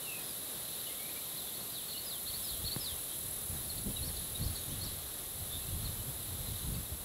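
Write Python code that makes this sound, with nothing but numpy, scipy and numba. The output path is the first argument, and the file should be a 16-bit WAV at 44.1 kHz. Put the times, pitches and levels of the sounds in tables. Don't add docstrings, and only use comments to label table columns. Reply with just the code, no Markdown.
import sys
import numpy as np
from scipy import signal
from scipy.fft import rfft, irfft
from scipy.io import wavfile
from scipy.ndimage import uniform_filter1d
from numba import njit

SR = 44100
rng = np.random.default_rng(int(sys.argv[2]) if len(sys.argv) > 2 else 0)


def store_wav(level_fs):
    pcm = np.round(np.clip(np.atleast_2d(level_fs), -1, 1) * 32767)
    wavfile.write(sys.argv[1], SR, pcm.T.astype(np.int16))


def elevation(decibels):
    levels = np.asarray(decibels, float)
    return 10 ** (levels / 20)


N = 310464
T = np.arange(N) / SR


def unit(x):
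    return x / np.sqrt(np.mean(x ** 2))


def colour(x, spectrum):
    hz, db = np.transpose(spectrum)
    f = np.arange(N // 2 + 1) * SR / N + 1
    gain = elevation(np.interp(np.log(f), np.log(hz), db))
    return unit(irfft(rfft(x) * gain, N))


def walk(rate):
    hold = int(SR / rate)
    steps = np.repeat(rng.standard_normal(N // hold + 1), hold)
    slewed = uniform_filter1d(uniform_filter1d(steps, hold), hold)
    return unit(slewed[:N])


@njit
def svf(x, hz, q):
    y, band, low = np.empty(len(x)), 0., 0.
    for i in range(len(x)):
        g = np.tan(np.pi * hz[i] / SR)
        v = (band + g * (x[i] - low)) / (1 + g * (g + 1 / q))
        band, low, y[i] = 2 * v - band, low + 2 * g * v, v / q
    return y


def add_whistle(out, note, pulse_hz=0, sweep_hz=0):
    fade_s, smooth_s = .004, .004
    s, hz, db = np.transpose(note)
    first, last = max(s[0] - fade_s, 0), s[-1] + fade_s
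    i = np.arange(int(first * SR), min(int(last * SR), N))
    t = T[i]
    edge = np.clip(np.minimum(t - s[0], s[-1] - t) / fade_s + 1, 0, 1) ** 2
    beat = 2 * np.pi * pulse_hz * (t - s[0])
    glide = uniform_filter1d(np.interp(t, s, hz), int(smooth_s * SR) + 1)
    pitch = glide + sweep_hz * signal.sawtooth(beat)
    pulse = 1 - .7 * np.cos(beat) * (pulse_hz > 0)
    gain = edge * elevation(np.interp(t, s, db)) * pulse
    out[i] += np.sqrt(2) * gain * np.sin(2 * np.pi * np.cumsum(pitch) / SR)


def swell(start, length, first_hz, last_hz, db):
    share = np.array([0, .45, 1])
    below_peak_db = np.array([-7, 0, -6])
    return np.c_[start + length * share, first_hz + (last_hz - first_hz) * share, db + below_peak_db]


def sing_phrases(song):
    # time from the start in seconds, pitch in Hz before the factor below, level in dB re the singing.
    shapes = [
        [(0, 3480, -6), (.012, 4140, 0), (.022, 4450, 0.5), (.032, 4270, 1), (.042, 3090, -8)],
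        [(0, 3640, -5), (.01, 4220, -1), (.022, 4480, 0), (.036, 4700, -12)],
        [(0, 5350, -14), (.02, 5170, -7), (.045, 4880, -6), (.065, 4220, 3), (.085, 3770, 2.5),
         (.105, 3350, -4.5), (.15, 3000, -18)],
        [(0, 3740, -9), (.012, 3820, 3), (.026, 3800, -14)],
        [(0, 4230, -11), (.016, 4290, 0), (.026, 4420, -9), (.034, 4750, -5), (.048, 5900, -13),
         (.06, 4630, -3), (.072, 4150, 0), (.085, 3950, -13)],
        [(0, 4790, -13), (.008, 4480, 3), (.018, 3560, 2)],
        [(0, 3030, -17), (.038, 2920, -12), (.058, 2760, -2), (.09, 2670, 0), (.148, 2570, -8),
         (.188, 2510, -13)],
    ]
    # start in seconds, level in dB before flutter,
    # pitch factor, reach in dB per kHz away from 4 kHz.
    sung = [
        [(1.538, -54, 1.01, 0), (1.896, -46, .99, 0), (2.265, -43, 1.0, 0), (2.643, -41, 1.0, 0)],
        [(1.594, -52, .97, 0), (1.961, -46, .99, 0), (2.331, -43, .99, 0), (2.71, -40, 1.0, 0)],
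        [(1.322, -51, .96, -13), (1.692, -50, .96, -1), (2.047, -49, .98, 2), (2.428, -49, 1.0, 2),
         (2.794, -42, 1.0, 0)],
        [(3.562, -52, 1.01, 0), (3.96, -45, 1.01, 0), (4.347, -45, 1.0, 0)],
        [(3.63, -57, 1.02, -3), (4.021, -45, 1.0, 0), (4.408, -46, 1.0, 0), (4.803, -47, .99, 2)],
        [(3.771, -50, .99, 0), (4.161, -49, 1.0, 0), (4.548, -50, 1.01, 0), (6.738, -52, 1.01, 0)],
        [(.014, -46, 1.0, 0)],
    ]
    for shape, times in zip(shapes, sung):
        for s, db, factor, reach_db in times:
            note = np.array(shape) * [1, factor, 1] + [s, 0, db]
            note[:, 2] += reach_db * np.abs(note[:, 1] / 1000 - 4)
            add_whistle(song, note)


def call_singly(song):
    # start in seconds, length in seconds,
    # first pitch in Hz, last pitch in Hz, peak level in dB before pulses and flutter.
    whistles, trills = [(.2, .06, 4650, 5150, -61), (.275, .045, 5200, 4650, -56),
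                        (.73, .025, 3850, 4350, -54), (.778, .037, 4050, 3650, -53),
                        (.862, .025, 2920, 3020, -48), (.865, .038, 3950, 2950, -53),
                        (.885, .055, 2080, 2200, -56), (.975, .035, 3950, 2950, -55),
                        (.985, .085, 2190, 2350, -54), (1.085, .018, 2130, 2600, -52),
                        (1.162, .03, 2320, 2340, -54), (1.476, .025, 3310, 3620, -51),
                        (1.883, .025, 4490, 3860, -48), (1.94, .04, 2870, 2960, -48),
                        (1.987, .023, 4600, 3980, -48), (3.106, .045, 3150, 3330, -53),
                        (3.694, .022, 4450, 4060, -45), (3.905, .02, 2650, 2650, -58),
                        (3.96, .045, 3000, 2550, -57), (4.69, .016, 6500, 5750, -59),
                        (4.701, .035, 2920, 3580, -53), (5.243, .025, 6900, 5710, -60),
                        (5.675, .035, 2550, 3200, -59), (5.72, .02, 3500, 3200, -54),
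                        (5.85, .03, 4450, 3600, -45), (5.992, .022, 2960, 3030, -57),
                        (6.075, .027, 3250, 3400, -57), (6.455, .05, 4250, 3450, -55),
                        (6.553, .015, 4000, 3650, -47), (6.625, .017, 4100, 3850, -53),
                        (6.745, .023, 2620, 2650, -59), (6.86, .013, 3960, 3500, -50)], [(4.095, .167, 6420, 6770, -63), (4.52, .165, 6520, 6800, -60),
                                          (6.565, .165, 6450, 6570, -64)]
    buzz = (5.51, .062, 3550, 3600, -47)
    for row in whistles:
        add_whistle(song, swell(*row))
    for row in trills:
        add_whistle(song, swell(*row), pulse_hz=45, sweep_hz=90)
    add_whistle(song, swell(*buzz), pulse_hz=124, sweep_hz=170)


def twitter():
    count, loudest_db, middle_hz, spread, glide = 90, -59, 3750, .09, .12
    out = np.zeros(N)
    draws = np.c_[rng.random((count, 3)), rng.standard_normal((count, 2))]
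    for when, long, soft, high, slope in draws:
        s = when * T[-1] + np.array([0, .5, 1]) * (.012 + .03 * long)
        pitch = middle_hz * np.exp(spread * high)
        hz = pitch * np.exp(glide * (slope - .6) * np.array([-.5, 0, .5]))
        db = loudest_db - 6 * soft - np.array([5, 0, 5])
        add_whistle(out, np.c_[s, hz, db])
    return out


def scatter_back(song):
    echo_db, t60_s, rise_s = -5, .3, .006
    t = T[:SR // 2]
    paths = rng.standard_normal(len(t)) * elevation(-60 * t / t60_s) * np.clip(t / rise_s, 0, 1)
    paths = paths / np.sqrt(np.sum(paths ** 2))
    return elevation(echo_db) * signal.fftconvolve(song * walk(400), paths)[:N]


def birds():
    song = twitter()
    sing_phrases(song)
    call_singly(song)
    song = song * elevation(2.1 * walk(150) + .6 * walk(35))
    return song + scatter_back(song)


def rasping():
    # frequency in Hz, relative density in dB.
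    mass_spectrum = [(4000, -38), (6800, -15.5), (7750, -6.5), (8450, -10.5), (9120, -8), (9800, -5),
                     (10400, .5), (11800, -.6), (13500, -5.5), (15100, -8), (15700, -9)]
    # band centre in Hz, band width in Hz, level in dB re one another.
    raspers = [(10400, 700, 0), (10900, 1500, 0), (11800, 1800, -2), (13200, 3000, -6)]
    rate_hz, rate_spread, depth, near_db = 40, .04, .7, -4.5
    near = 0
    for hz, width, db in raspers:
        strokes = np.cumsum(rate_hz * (1 + rate_spread * walk(1.5))) / SR + rng.random()
        stroke_gain = 1 + depth * np.sin(2 * np.pi * strokes)
        scrape = stroke_gain * elevation(3 * walk(1.2)) * rng.standard_normal(N)
        near = near + elevation(db) * unit(svf(scrape, np.full(N, 1. * hz), hz / width))
    mass = colour(rng.standard_normal(N), mass_spectrum)
    return unit(mass + elevation(near_db) * unit(near))


def insects():
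    # time in seconds, near rasp level in dB, far chirr level in dB.
    chorus = [(0, -42.5, -51.5), (.9, -42, -50.5), (2.1, -42, -52.5), (2.43, -39.5, -50),
              (2.7, -41.2, -51.5), (3.4, -41.2, -53.7), (4.74, -42.4, -51.5), (4.92, -42, -50.5),
              (5.04, -43.5, -53), (5.5, -42, -53), (5.9, -42, -54), (6.6, -42, -53.5), (7.04, -44, -55)]
    # frequency in Hz, relative density in dB.
    chirr_spectrum = [(1590, -36), (2700, -10.5), (3870, 2.5), (4160, 0), (4770, -11.5), (5400, -14.5),
                      (7020, -23), (11900, -120)]
    s, near_db, far_db = np.transpose(chorus)
    far = colour(rng.standard_normal(N), chirr_spectrum) * elevation(.8 * walk(9))
    return rasping() * elevation(np.interp(T, s, near_db)) + far * elevation(np.interp(T, s, far_db))


def gusts():
    # time in seconds, level in dB.
    flow = [(0, -72), (1.9, -66), (2.1, -59), (2.79, -55), (3.14, -57), (3.3, -51), (3.6, -51), (4.86, -52),
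            (5.23, -52), (5.5, -50), (5.95, -46.5), (6.32, -47.5), (6.62, -46.5), (7.04, -53)]
    # start in seconds, hold in seconds, level in dB, rumble centre in Hz.
    buffets = [(2.52, .03, -49, 60), (2.6, .06, -47, 85), (2.92, .015, -53, 60), (3.24, .03, -48, 130),
               (3.5, .06, -42, 84), (3.78, .02, -45, 110), (3.87, .035, -41, 195), (4.01, .09, -41, 75),
               (4.2, .02, -46, 85), (4.33, .02, -48, 75), (4.405, .03, -43, 150), (4.46, .07, -40, 80),
               (4.695, .07, -41, 135), (4.84, .03, -44, 140), (4.91, .015, -43, 88), (5.41, .02, -48, 90),
               (5.56, .02, -44, 94), (5.69, .07, -39, 80), (5.82, .08, -39, 91), (6.3, .035, -43, 90),
               (6.08, .03, -46, 150), (6.39, .015, -46, 116), (6.49, .035, -44, 140), (6.62, .1, -40, 92),
               (6.735, .055, -41, 135), (6.91, .015, -43, 80)]
    flow_hz, rise_db_per_s, fall_db_per_s = 76, 450, 350
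    power = elevation(np.interp(T, *np.transpose(flow))) ** 2
    weighted_hz = power * flow_hz
    for s, hold, db, hz in buffets:
        before_s, after_s = np.clip(s - T, 0, None), np.clip(T - s - hold, 0, None)
        puff = elevation(db - rise_db_per_s * before_s - fall_db_per_s * after_s) ** 2
        power, weighted_hz = power + puff, weighted_hz + puff * hz
    return np.sqrt(power), weighted_hz / power


def wind():
    # frequency in Hz, relative density in dB.
    broad_spectrum = [(12, -40), (22, -6), (45, 0), (86, -.5), (130, -3.5), (210, -10.5), (420, -27),
                      (900, -39), (2000, -70)]
    q, broad_gain, flicker_db = 1.4, 1.1, 2.1
    gain, centre_hz = gusts()
    once = svf(rng.standard_normal(N), centre_hz, q)
    eddies = unit(svf(once, centre_hz, q))
    flow = eddies + broad_gain * colour(rng.standard_normal(N), broad_spectrum)
    return unit(flow * elevation(flicker_db * walk(25))) * gain


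def knock():
    # start in seconds, pitch in Hz, starting level in dB peak, t60 in seconds.
    tick, thump = (2.7628, 1600, -31, .005), (2.764, 125, -27.5, .06)
    extra_turns, settle_s = .44, .0007
    out = 0
    for (s, hz, db, t60), turns, sign in ((tick, 0, -1), (thump, extra_turns, 1)):
        t = np.clip(T - s, 0, None)
        cycles = hz * t + turns * (1 - np.exp(-t / settle_s))
        out = out + sign * elevation(db - 60 * t / t60) * np.sin(2 * np.pi * cycles)
    return out


def air():
    # frequency in Hz, relative density in dB.
    rustle_spectrum = [(15, -38), (30, -15), (60, -4), (145, 1), (250, -2), (450, -1.5), (680, -3.5),
                       (950, -8.5), (1120, -6.5), (1450, -10), (2000, -10), (2400, -13), (6300, -13.5),
                       (8000, -17), (16000, -44)]
    stirred = rng.standard_normal(N) * elevation(.6 * walk(14) + .3 * walk(1.5))
    return colour(stirred, rustle_spectrum) * elevation(-51.3)


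def scene():
    mix = birds() + insects() + wind() + knock() + air()
    return np.tile(mix, (2, 1))


def roll_off(x):
    return signal.sosfilt(signal.butter(12, 16540, fs=SR, output="sos"), x)


def record(dry):
    keep = np.arange(N // 2 + 1) * SR / N < 15740
    mix = irfft(rfft(dry) * keep, N)
    return roll_off(mix)


dry = scene()
out = record(dry)
store_wav(out)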